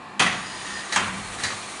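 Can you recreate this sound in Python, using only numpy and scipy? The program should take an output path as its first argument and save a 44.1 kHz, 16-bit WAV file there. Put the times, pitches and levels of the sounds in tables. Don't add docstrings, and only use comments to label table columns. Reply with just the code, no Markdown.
import sys
import numpy as np
from scipy import signal
from scipy.fft import rfft, irfft
from scipy.io import wavfile

SR = 44100
rng = np.random.default_rng(int(sys.argv[2]) if len(sys.argv) > 2 else 0)


def file_out(sig):
    cols = np.atleast_2d(sig).T
    lim = np.clip(cols, -1, 1)
    pcm = np.round(lim * 32767).astype(np.int16)
    wavfile.write(sys.argv[1], SR, pcm)


N = 79380


def undb(db):
    return 10 ** (np.asarray(db) / 20)


def seconds():
    return np.arange(N) / SR


def bins_hz():
    return np.maximum(np.fft.rfftfreq(N, 1 / SR), 1)


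def curve(rows, column=1):
    rows = np.array(rows)
    return np.interp(seconds(), rows[:, 0], rows[:, column])


def at_pitch(rows, hz):
    rows = np.array(rows)
    return np.interp(np.log(hz), np.log(rows[:, 0]), rows[:, 1])


def noise(gain):
    x = irfft(gain * np.exp(2j * np.pi * rng.random(N // 2 + 1)), N)
    return x / np.sqrt(np.mean(x ** 2))


def drift(rate_hz):
    return noise(np.exp(-(bins_hz() / rate_hz) ** 2 / 2))


def resonance(centre_hz, width_hz):
    return noise(1 / (1 + ((bins_hz() - centre_hz) / (width_hz / 2)) ** 2))


def flow(colour, flutter_db, flutter_hz):
    return noise(undb(at_pitch(colour, bins_hz()))) * undb(flutter_db * drift(flutter_hz))


def fade(t, t60_s):
    return np.exp(-np.log(1000) * t / t60_s)


def walls(x, echo_db=-3, count=8, delay_s=(.002, .022), low_cut_hz=600):
    lags = (rng.uniform(*delay_s, count) * SR).astype(int)
    upper = irfft(rfft(x) * bins_hz() / (bins_hz() + low_cut_hz), N)
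    echoes = sum(np.concatenate([np.zeros(lag), upper])[:N] for lag in lags) / np.sqrt(count)
    return (x + undb(echo_db) * echoes) / np.hypot(1, undb(echo_db))


def whir(level_db=-39):
    colour = [(25, -30), (50, -13), (110, -4.5), (200, 2), (330, 0), (550, -5), (760, 0.5), (1150, 3.5),
              (1500, -8), (1750, -1), (2100, -12.5), (2450, -6.5), (3200, -16.5), (4200, -14),
              (5400, -26.5), (7000, -25), (11000, -31)]
    return undb(level_db) * flow(colour, flutter_db=-0.1, flutter_hz=28)


def air_hiss():
    # f/Hz, relative level/dB
    feed_colour = [(150, -4.5), (500, -6), (1100, 1), (1450, -1), (1850, 4.5), (2400, -6.5), (3000, -3.5),
                   (4000, -3.5), (5400, -8.5), (6800, -6), (7800, -12.5), (9200, -6), (11000, -26.5)]
    vent_colour = [(150, -17), (500, 0), (1100, 1), (1500, -0.5), (2100, 1), (2800, -3.5), (4200, -2.5),
                   (4900, -10), (6500, -5), (7700, -8), (8800, -3), (11000, -15)]
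    # t/s, level/dB
    feed_level = [(.19, -72), (.22, -45), (.42, -35.5), (.55, -36.5), (.65, -34), (.78, -34.5), (.88, -37),
                  (.96, -32), (1.05, -76)]
    vent_level = [(.9, -83), (.93, -32.5), (1.1, -36.5), (1.28, -37), (1.42, -34), (1.6, -35.5),
                  (1.8, -37.5)]
    feed = flow(feed_colour, flutter_db=0.56, flutter_hz=13) * undb(curve(feed_level))
    vent = flow(vent_colour, flutter_db=1.05, flutter_hz=22) * undb(curve(vent_level))
    return feed + vent


def whistles(gain_db=-3, waver_db=2, fade_s=0.033):
    tones = [(.3, .87, 1830, 70, -44), (.35, .87, 2930, 50, -50), (.44, .6, 4920, 110, -46.5),
             (.72, .83, 4925, 110, -46), (.33, .87, 6710, 80, -47), (.3, .85, 9080, 130, -51),
             (1.15, 1.75, 4270, 80, -50)]
    out, t = np.zeros(N), seconds()
    for start_s, end_s, hz, width_hz, db in tones:
        gate = np.clip(np.minimum(t - start_s, end_s - t) / fade_s + .5, 0, 1)
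        out += undb(db + gain_db + waver_db * drift(5.3)) * gate * resonance(hz, width_hz)
    return out


def seal_squeal(pitch_hz=1820, waver=0.0044):
    level = [(.64, -70), (.69, -49), (.77, -35), (.81, -48), (.87, -68)]
    phase = 2 * np.pi * np.cumsum(pitch_hz * (1 + waver * drift(40))) / SR
    return np.sqrt(2) * undb(curve(level)) * np.sin(phase)


def beam_drone(rough_db=2.9):
    track = [(.08, 101.8, -73, -68), (.14, 101, -57, -49), (.55, 94, -64, -56), (.72, 98.14, -60, -49.5),
             (.87, 99.6, -65, -51.5), (.97, 99.6, -67, -50), (1.0, 97.1, -60, -38), (1.04, 98.3, -44, -34),
             (1.075, 96.6, -43.5, -49), (1.13, 90.7, -57, -40), (1.18, 100, -44, -36),
             (1.21, 108.6, -46, -42.5), (1.32, 99.4, -58, -58), (1.48, 96.2, -46, -46),
             (1.58, 102.7, -68, -56), (1.8, 102, -62, -62)]
    phase = 2 * np.pi * np.cumsum(curve(track, column=1)) / SR
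    fundamental = undb(curve(track, column=2) + rough_db * drift(25)) * np.sin(phase)
    octave = undb(curve(track, column=3) + rough_db * drift(22)) * np.sin(2 * phase)
    return np.sqrt(2) * (fundamental + octave)


def panel_knocks():
    knocks = [(0.206, -27.5, 187, 70, 0.42), (.263, -19, 1950, 260, 0.2), (1.433, -37.5, 101, 50, 0.28),
              (1.436, -30, 1880, 160, 0.25), (1.504, -30, 1175, 160, 0.17)]
    t = seconds()
    return sum(undb(db) * resonance(hz, width_hz) * (t >= start_s) * fade(abs(t - start_s), t60_s)
               for start_s, db, hz, width_hz, t60_s in knocks)


def strike(blows, colour, ring_times, body, crack_db, crack_s, modes_db, attack_s, build_cycles=2.3):
    out, hz, t = np.zeros(N), bins_hz(), seconds()[:SR]

    def envelope(f_hz, t60_s):
        return (1 - np.exp(-t * f_hz / build_cycles)) * fade(t, t60_s)

    centres_hz = np.geomspace(40, 12000, 10)
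    bands = [np.interp(np.log(hz), np.log(centres_hz), row) for row in np.eye(len(centres_hz))]
    decays = [envelope(f, at_pitch(ring_times, f)) for f in centres_hz]
    modes = np.array([undb(db) * envelope(f, t60_s) * np.exp(2j * np.pi * f * t)
                      for f, db, t60_s in body])
    contact = (1 - np.exp(-t / attack_s)) * (1 + undb(crack_db) * np.exp(-t / crack_s))
    for start_s, db, tilt in blows:
        spectrum = rfft(noise(undb(at_pitch(colour, hz) + tilt * np.log2(hz))))
        dense = sum(irfft(spectrum * band, N)[:SR] * decay for band, decay in zip(bands, decays))
        phasors = np.exp(2j * np.pi * rng.random((len(body), 1)))
        ring = (phasors * modes).imag.sum(axis=0)
        blow = undb(db) * contact * (dense + undb(modes_db) * ring)
        first = int(start_s * SR)
        out[first:first + SR] += blow[:N - first]
    return out


def valve_snaps(gain_db=-0.5):
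    blows = [(.9225, -23.5, 0.5), (1.384, -33, -2.5), (1.434, -22.5, 0.5), (1.446, -29.5, -2),
             (1.504, -31.5, -2.5)]
    colour = [(40, -7), (95, -6), (200, 0), (600, -7.5), (1400, -1), (1850, 3.5), (2500, -4.5),
              (3300, -9.5), (4050, -3.5), (5000, -9), (6700, -6), (8000, -10.5), (11000, -16.5)]
    ring_times = [(100, 0.2), (1500, 0.26), (4000, 0.48), (10000, .3)]
    block_modes = [(102.5, -6, .6), (1750, 6, 0.23), (1890, 2, 0.22), (1930, 4.5, 0.19), (3985, 7, 0.16),
                   (4160, -2, 0.16), (4640, 3.5, .2), (6990, -8, .15)]
    return undb(gain_db) * strike(blows, colour, ring_times, block_modes,
                                  crack_db=-9.5, crack_s=0.0057, modes_db=-12.5, attack_s=0.00094)


def frame_clanks(gain_db=-4.5):
    blows = [(.194, -17.5, 1.3), (.2005, -17.5, -1.5), (.211, -31, -3.5), (.220, -21.5, 1), (.263, -25, 0),
             (.322, -28.5, -1)]
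    colour = [(40, -31), (80, -14), (190, 0.5), (400, -5.5), (750, -2), (1250, -1), (2200, -3),
              (3300, -3.5), (4200, -7.5), (5300, -13), (6200, -8.5), (8000, -19), (9300, -11.5),
              (11000, -30)]
    ring_times = [(100, 0.99), (400, 0.33), (1500, 0.83), (3500, 0.53), (6000, 0.39), (10000, 0.4)]
    frame_modes = [(75.4, -18, .9), (163, -4, .65), (194, 0, .55), (232, -3, .4), (307, -11, .6),
                   (733, -7, .5), (1148, -3, .5), (1250, 1, .42), (1870, -1, .38), (1966, -5, .5),
                   (2400, -7, .55), (2532, -2, .33), (2636, -1, .33), (3130, -2, .3), (3292, -1, .3),
                   (4665, -7, .25)]
    return undb(gain_db) * strike(blows, colour, ring_times, frame_modes,
                                  crack_db=3.5, crack_s=0.011, modes_db=-8.5, attack_s=0.00091)


def beam_bang(gain_db=-7):
    blows = [(.960, -18, 1.8), (.964, -19, -1.5), (.973, -20, -0.5), (1.003, -26.5, -3.5), (1.079, -31, -3)]  # t/s, relative level/dB, tilt/(dB/octave)
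    colour = [(40, -13.5), (100, -12.5), (200, -6), (450, -9.5), (750, -3), (1020, 1.5), (1350, 3),
              (1700, -1.5), (2300, -1), (3200, -7), (4600, -14.5), (6600, -7.5), (8000, -12), (11000, -24)]
    ring_times = [(100, 2.2), (400, 0.47), (1500, 0.77), (3000, 0.79), (5000, .25), (10000, 0.16)]
    beam_modes = [(197, -1, .7), (704, -1, .25), (871, -2, .3), (936, -1, .3), (1035, 0, .22),
                  (1063, -4, .4), (1591, -3, .35), (1621, -4, .4), (1692, -3, .5), (1746, -3, .45),
                  (1868, -2, .35), (3135, -5, .4), (6600, -2, .12)]
    return undb(gain_db) * strike(blows, colour, ring_times, beam_modes,
                                  crack_db=10.5, crack_s=0.0047, modes_db=-7.5, attack_s=0.0004)


def scene():
    background = walls(whir() + air_hiss() + whistles())
    impacts = frame_clanks() + beam_bang() + valve_snaps() + panel_knocks()
    return (background + impacts + seal_squeal() + beam_drone())[None]


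def record(dry):
    low_hz, top_hz = 38, 10650
    thinned = signal.sosfilt(signal.butter(4, low_hz, "high", fs=SR, output="sos"), dry)
    return signal.sosfilt(signal.ellip(10, .2, 80, top_hz, fs=SR, output="sos"), thinned)


dry = scene()
out = record(dry)
file_out(out)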